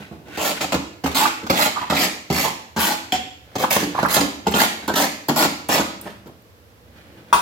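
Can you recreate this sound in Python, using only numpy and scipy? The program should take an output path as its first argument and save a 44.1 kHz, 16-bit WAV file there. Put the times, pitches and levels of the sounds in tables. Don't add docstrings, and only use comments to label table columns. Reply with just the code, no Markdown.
import sys
import numpy as np
from scipy import signal
from scipy.fft import rfft, irfft, next_fast_len
from scipy.io import wavfile
from scipy.ndimage import uniform_filter1d, map_coordinates

SR = 44100
rng = np.random.default_rng(int(sys.argv[2]) if len(sys.argv) > 2 else 0)


def transcribe(signal):
    frames = np.atleast_2d(signal).T
    limited = np.clip(frames, -1, 1)
    pcm = np.round(limited * 32767).astype(np.int16)
    wavfile.write(sys.argv[1], SR, pcm)


N = 326781


def amp(db):
    return 10 ** (np.asarray(db) / 20)


def unit(x):
    return x / np.sqrt(np.mean(x ** 2) + 1e-20)


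def along(points, hz):
    f, v = np.transpose(points)
    return np.interp(np.log(hz + 1), np.log(f + 1), v)


def wobble(rate, size):
    knots = rng.standard_normal(int(size * rate / SR) + 4)
    return map_coordinates(knots, [np.arange(size) * rate / SR])


def filtered(x, response):
    n = x.shape[-1]
    m = 2 * next_fast_len(n // 2 + 4096)
    return irfft(rfft(x, m) * response(np.fft.rfftfreq(m, 1 / SR)), m)[..., :n]


def eq(points):
    def response(hz):
        cepstrum = irfft(np.log(np.maximum(amp(along(points, hz)), 1e-4)))
        half = len(cepstrum) // 2
        cepstrum[1:half] *= 2
        cepstrum[half + 1:] = 0
        return np.exp(rfft(cepstrum))
    return response


def resonances(modes, f):
    low, high = f / (1.18 * modes[0][0]), f / (0.92 * modes[-1][0])
    highpass = low ** 2 / (1 - low ** 2 + 1j * np.sqrt(2) * low)
    lowpass = 1 / (1 - high ** 2 + 1j * np.sqrt(2) * high)
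    peaks = sum((-1) ** k * amp(db) * 1j * f * width / (hz * hz - f * f + 1j * f * width)
                for k, (hz, width, db) in enumerate(modes))
    return highpass * lowpass * peaks


def add(track, s, sound):
    part = track[max(round(s * SR), 0):][:len(sound)]
    part += sound[:len(part)]


def catches(size, rate, spread_db):
    hits = rng.random(size) < rate / SR
    return hits * rng.standard_normal(size) * amp(spread_db * rng.standard_normal(size))


# firmest moment, rise and fall in seconds, level in dB, hiss against rub in dB.
SLIDE_CUES = [(0.005, 0.046, .14, -38.5, -5.5), (0.125, .02, 0.16, -40, -15), (0.275, .03, .2, -37.5, -9.5),
              (0.359, 0.074, 0.045, -42.5, 6), (0.580, 0.064, 0.038, -41, 7), (1.820, .14, 0.22, -44, 4),
              (3.548, 0.16, .02, -47, -5), (4.000, 0.13, 0.24, -31.5, -3.5), (4.463, .02, .02, -36, -9),
              (4.835, 0.023, 0.08, -35.5, -6), (6.075, .09, 0.098, -36.5, -5.5),
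              (6.270, .025, 0.095, -40.5, -17), (6.968, 0.064, 0.19, -51.5, -0.5),
              (7.190, 0.61, 0.21, -46.5, -10.5), (7.310, .12, 0.044, -46, -10)]
# frequency in Hz, gain in dB.
RUB_EQ = [(30, -44), (76, -6), (120, -3.5), (190, 3), (290, -0.5), (450, -6.5), (800, -7.5), (1500, -25),
          (3000, -52)]
HISS_EQ = [(700, -18), (1500, 8.5), (2800, 3.5), (6000, -9), (9500, -19), (13000, -15), (16000, -23)]

def handling(fade_db=24):
    out = np.zeros(N)
    for s, rise, fall, db, hiss_db in SLIDE_CUES:
        t = np.arange(max(s - rise, 0), s + fall, 1 / SR)
        touch_db = np.interp(t, [s - rise, s, s + fall], [-fade_db, 0, -fade_db])
        force = catches(len(t), rate=4000, spread_db=2) * amp(2 * wobble(40, len(t)))
        rub, hiss = unit(filtered(force, eq(RUB_EQ))), unit(filtered(force, eq(HISS_EQ)))
        add(out, t[0], amp(db + touch_db) * (rub + amp(hiss_db) * hiss))
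    return out


# frequency in Hz, gain in dB.
HOUSE_EQ = [(15, -57), (25, -34), (48, -32), (62, -3.5), (112, -3), (125, -10), (139, -14), (415, -17),
            (475, -12), (729, -23.5), (5010, -34), (9520, -41.5), (13000, -35), (16000, -43)]

def house_tone(level_db=-51):
    left_right = filtered(rng.standard_normal((2, N)), eq(HOUSE_EQ))
    return amp(level_db) * spread(np.array([unit(noise) for noise in left_right]))


def patchy(x, depth_db=2.5):
    spectrum = signal.stft(x, nperseg=256)[2]
    patches = uniform_filter1d(rng.standard_normal(spectrum.shape), size=3, axis=0)
    patches = uniform_filter1d(patches, size=9, axis=1)
    return signal.istft(spectrum * amp(depth_db * unit(patches)), nperseg=256)[1][:len(x)]


# frequency in Hz, gain in dB.
RASP_EQ = [(820, -28), (1400, 0), (1680, 3), (1970, 1.5), (2150, 2.5), (2700, 0), (4610, -2.5),
           (5960, -6.5), (6780, -5.5), (7710, -8), (8250, -20), (8500, -18), (11000, -38.5), (18700, -120)]
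FIZZ_EQ = [(5000, -29.5), (8500, -8.5), (10200, -8), (12600, 0), (14200, -5), (15400, -4), (16200, -9)]
# frequency in Hz, bandwidth in Hz, level in dB.
RING_MODES = [(578, 98, 0.5), (824, 110, -1), (985, 125, -5.5), (1375, 133, -4.5)]
THUD_MODES = [(178.2, 62.4, -2.5), (297.8, 45.8, -3.5), (434, 89, -6.5)]
FLOOR_MODES = [(78.6, 6.8, 0)]

def radiate(force, detune=0.073):
    grip = np.exp(detune * rng.standard_normal())
    def bodies(f):
        return np.array([eq(RASP_EQ)(f), eq(FIZZ_EQ)(f), resonances(RING_MODES, f * grip),
                         resonances(THUD_MODES, f * grip), resonances(FLOOR_MODES, f)])
    rasp, *others = filtered(force, bodies)
    return [unit(layer) for layer in [patchy(rasp), *others]]


# time in seconds, then level, hardness and weight in dB.
KNOCK_CUES = [(0.109, -53.5, -19, 12), (0.372, -42.5, 5, 6), (0.608, -40.5, 7.5, -3), (0.720, -35, 4, -10),
              (0.740, -34, 0, 5.5), (1.037, -36.5, -0.5, 7.5), (1.058, -32.5, 2, -10),
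              (1.112, -46.5, 6, -4), (1.429, -55, 2, 15.5), (1.465, -46, 3, -7), (1.497, -28, 2, -0.5),
              (1.898, -32, 2.5, -1), (1.920, -29.5, -27, -5), (2.300, -32, -2, 2.5),
              (2.762, -35.5, 0.5, 1.5), (2.775, -34, -3.5, 2), (3.124, -39, 1, 3), (3.553, -36.5, -0.5, 1),
              (3.636, -37.5, 0, -7), (3.703, -35, -5, -9), (3.761, -30.5, 0.5, 0), (3.826, -41, 4.5, 12),
              (4.028, -28.5, -7, 1), (4.163, -25, -0.5, -3.5), (4.205, -33.5, 4.5, -0.5),
              (4.467, -31.5, -0.5, 4), (4.515, -43, 5, 0), (4.538, -30.5, -2, -2.5), (4.878, -34, 1, 2),
              (4.894, -31, -17, -3.5), (4.936, -42, 8.5, 8), (5.284, -32, 3, 2.5),
              (5.297, -30.5, -12.5, 1.5), (5.450, -33.5, -0.5, 1.5), (5.688, -37, 2, 2),
              (5.794, -30.5, -3.5, 0), (6.060, -43, -21, -2), (6.256, -60, -1, 8)]

def knocks(chatter_t60=0.1, impact=2.93, rise_s=0.0027, lifted_s=3.3):
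    out, t = np.zeros(N), np.arange(SR // 5) / SR
    for s, db, hard_db, weight_db in KNOCK_CUES:
        force = catches(len(t), rate=3000, spread_db=3) * amp(-60 * t / chatter_t60)
        force[0] += impact
        tick, fizz, ring, thud, floor = radiate(force)
        floor_db = -17.5 if s > lifted_s else -12.5
        treble = amp(hard_db) * (amp(-4) * tick + amp(-15.5) * fizz)
        bass = amp(weight_db) * (amp(-0.5) * thud + amp(floor_db) * floor)
        add(out, s, amp(db) * (1 - np.exp(-t / rise_s)) * (treble + ring + bass))
    return out


# start, speed-up time and slow-down time in seconds,
# then level, opening swell, tooth-tip bite, strip ring and thud in dB.
STROKE_CUES = [ (0.372, 0.1, 0.058, -26, 13.5, 2, 1, 1), (0.606, .012, 0.048, -29.5, 5, -2.5, 2, 3),
               (0.720, 0.014, 0.031, -39, 3, -10, 14, 19), (1.146, 0.021, 0.12, -21.5, 3, 1, -1.5, -0.5),
               (1.520, .110, 0.061, -22.5, 12, -1, -1, -2),
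               (1.920, 0.11, 0.055, -23.5, 12.5, -0.5, -3, -0.5), (2.325, 0.096, 0.084, -27, 2, 1, -0.5, 0),
               (2.790, 0.044, 0.12, -25, 1.5, 3, -0.5, 0.5),
               (3.121, .012, 0.047, -27, -10, -10, -8.5, -3.5),
               (3.582, 0.057, 0.022, -32, 1.5, 1.5, 3, 6.5), (3.707, 0.041, .034, -25, -1, 5.5, -3, -8),
               (3.780, 0.025, 0.033, -30.5, 7, -1, -3, 8), (4.085, 0.073, 0.015, -23, 10, 6.5, -3, -3.5),
               (4.540, 0.078, 0.051, -21, 10, 2.5, 0.5, 1),
               (4.955, 0.049, 0.068, -22.5, 2.5, 1.5, 0.5, 0.5), (5.360, 0.056, 0.052, -22, 2, 1.5, 1, 2),
               (5.688, 0.044, 0.072, -22.5, 5, 1, 2.5, 0.5), ]
# level at speed in dB, dB gained per dB of blade speed.
STROKE_MIX = [(-0.5, 1), (-7, 1.65), (-0.5, 0.65), (-6.5, 0.38)]

def sawing(rise_s=0.00093, release_s=0.004, slowing_db=10.5, chatter_db=1.4, pressure_db=0.5):
    out, t = np.zeros(N), np.arange(SR // 3) / SR
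    for s, speeding, slowing, db, swell_db, bite_db, ring_db, thud_db in STROKE_CUES:
        run_up, run_down = np.clip(1 - t / speeding, 0, 1), np.clip((t - speeding) / slowing, 0, 1)
        speed_db = -swell_db * run_up ** 2 - slowing_db * run_down ** 2
        contact = np.minimum(t / rise_s, 1) * np.exp(-np.maximum(t - speeding - slowing, 0) / release_s)
        force = catches(len(t), rate=6000, spread_db=2)
        force *= amp(chatter_db * wobble(315.6, len(t)) + pressure_db * wobble(56, len(t)))
        layers = zip(STROKE_MIX, [0, bite_db, ring_db, thud_db], radiate(force))
        sound = sum(amp(mix_db + trim_db + follow * speed_db) * layer
                    for (mix_db, follow), trim_db, layer in layers)
        add(out, s, amp(db) * contact * sound)
    return out


# start and length in seconds, pitch in Hz,
# level in dB, roughness from 0 (pure) to about 1 (a scrape).
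SQUEAK_CUES = [(1.203, 0.056, 878, -22, 0.49), (1.252, 0.0095, 1207, -16.5, 1),
               (1.757, 0.037, 1107, -29.5, 0.85), (1.811, 0.036, 1048, -30, 0.7),
               (1.964, 0.015, 2226, -24, 0.45), (2.44, 0.043, 842, -25, 0.7),
               (2.905, 0.016, 836, -22.5, 0.14), (3.122, 0.0355, 741, -22, 0.068),
               (3.637, 0.0065, 1390, -19.5, 0.9), (3.637, 0.012, 934, -18.5, 0.6),
               (3.873, 0.0057, 304, -28, 0.2), (3.944, 0.021, 1015, -28, 0.96),
               (3.978, 0.017, 1027, -19, 0.97), (4.042, 0.02, 1250, -19.5, 1.32),
               (4.203, 0.053, 283.7, -23.5, 0.37), (4.466, 0.007, 818, -13.5, 0.5),
               (4.536, 0.0045, 3170, -21, 0.5)]

def squeaks(waver=0.17, rough_db=4.5, overtone_db=-26, ring_s=0.0045, rise_s=0.0032):
    out, t = np.zeros(N), np.arange(SR // 6) / SR
    for s, length, hz, db, rough in SQUEAK_CUES:
        phase = 2 * np.pi * np.cumsum(hz * (1 + rough * waver * wobble(693, len(t)))) / SR
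        grip = np.minimum(t / rise_s, 1) * np.exp(-np.maximum(t - length, 0) / ring_s)
        tone = np.sin(phase) + amp(overtone_db) * np.sin(2 * phase)
        judder = amp(rough * rough_db * wobble(528, len(t)))
        add(out, s, amp(db) * grip * unit(tone * judder))
    return out


# start in seconds, pitch in Hz, level in dB, t60 in seconds.
TWANG_CUES = [(3.124, 738, -37.5, .72)]

def twang():
    out, t = np.zeros(N), np.arange(SR) / SR
    for s, hz, db, t60 in TWANG_CUES:
        add(out, s, amp(db - 60 * t / t60) * np.sin(2 * np.pi * hz * t))
    return out


# time in seconds, level in dB.
CLICK_CUES = [(3.704, -24), (4.029, -33), (4.063, -28), (4.468, -44), (4.513, -29), (4.878, -24.5),
              (5.285, -19.5), (5.687, -22), (6.013, -28.5), (6.275, -46.5), (6.422, -53)]

def tip_clicks(t60=0.011):
    out, t = np.zeros(N), np.arange(SR // 10) / SR
    for s, db in CLICK_CUES:
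        fizz = unit(filtered(rng.standard_normal(len(t)), eq(FIZZ_EQ)))
        add(out, s, amp(db - 60 * t / t60) * fizz)
    return out


# time in seconds, level in dB.
CLACK_CUES = [(7.3276, -1), (7.3398, -8)]
# frequency in Hz, level in dB, t60 in seconds.
END_MODES = [(715, -20, 0.076), (967, -2, 0.067), (1120, -3, 0.04), (1390, -19, 0.088),
             (2576, -14.5, 0.045), (3500, -17, 0.027), (5700, -20.5, 0.03), (8840, -24, .05)]

def clack(crack_db=-14, crack_t60=0.27, rise_s=0.0008):
    out, t = np.zeros(N), np.arange(SR // 5) / SR
    crack_eq = eq([(120, -4), (500, -5), (1100, 11), (1800, -8.5), (4000, -11), (9000, -17.5),
                   (16000, -22)])
    for s, db in CLACK_CUES:
        ring = sum(amp(level - 60 * t / t60) * np.sin(2 * np.pi * hz * t) for hz, level, t60 in END_MODES)
        crack = amp(crack_db - 60 * t / crack_t60) * unit(filtered(rng.standard_normal(len(t)), crack_eq))
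        add(out, s, amp(db) * (1 - np.exp(-t / rise_s)) * (ring + crack))
    return out


# frequency in Hz, side against mid in dB.
SIDE_EQ = [(100, -9), (350, -12.5), (650, -3), (1100, 2.5), (16000, -1.5)]

def spread(pair):
    mid, side = filtered(pair, lambda hz: np.array([np.ones_like(hz), amp(along(SIDE_EQ, hz))]))
    return np.array([mid + side, mid - side])


# frequency in Hz, gain in dB.
SCATTER_EQ = [(200, -8.5), (700, -4.5), (1400, -0.5), (16000, 4.5)]
TAIL_EQ = [(100, -2.5), (250, 1.5), (800, -4.5), (2500, 0.5), (7000, 1), (10000, 5), (16000, -7.5)]
# frequency in Hz, t60 in seconds.
WALL_DECAY = [(80, 0.27), (250, 0.66), (800, 0.57), (2500, 0.62), (6500, 0.58), (10000, 0.4), (16000, 0.46)]

def room(x, early_db=-1, tail_db=-5, early_t60=0.031, early_mid_db=-4, build_s=0.0076, changes=24):
    size, hop = SR * 3 // 5, N // changes + 1
    m = 2 * next_fast_len(size // 2 + hop + 2048)
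    f = np.fft.rfftfreq(m, 1 / SR)
    scatter = eq(SCATTER_EQ)(f) * amp([[early_mid_db + early_db], [early_db]])
    walls = eq(TAIL_EQ)(f) * amp(tail_db)
    padded, wet = np.pad(x, (hop, 2 * hop)), np.zeros((2, N + 2 * hop + m))
    for start in np.arange(changes + 2) * hop:
        hz, t, noise = signal.stft(rng.standard_normal((2, size)), SR, nperseg=256)
        envelope = amp(-60 * t / along(WALL_DECAY, hz)[:, None]) * (1 - np.exp(-t / build_s))
        tail = signal.istft(noise * envelope, SR, nperseg=256)[1]
        early = rng.standard_normal((2, size // 8)) * amp(-60 * np.arange(size // 8) / SR / early_t60)
        paths = scatter * rfft(early / np.linalg.norm(early[0]), m)
        paths += walls * rfft(tail / np.linalg.norm(tail[0]), m)
        piece = padded[start:start + 2 * hop]
        fade = np.sin(np.pi * np.arange(len(piece)) / (2 * hop))
        wet[:, start:start + m] += irfft(rfft(piece * fade, m) * paths, m)[:, :wet.shape[1] - start]
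    return x + spread(wet[:, hop:hop + N])


def scene():
    work = room(sawing() + knocks() + tip_clicks() + handling() + squeaks() + clack())
    return (work + twang() + house_tone()) * amp([[-0.8], [0.8]])


def record(dry, top_hz=16000):
    return filtered(np.clip(dry, -1, 1), lambda hz: hz < top_hz)


dry = scene()
out = record(dry)
transcribe(out)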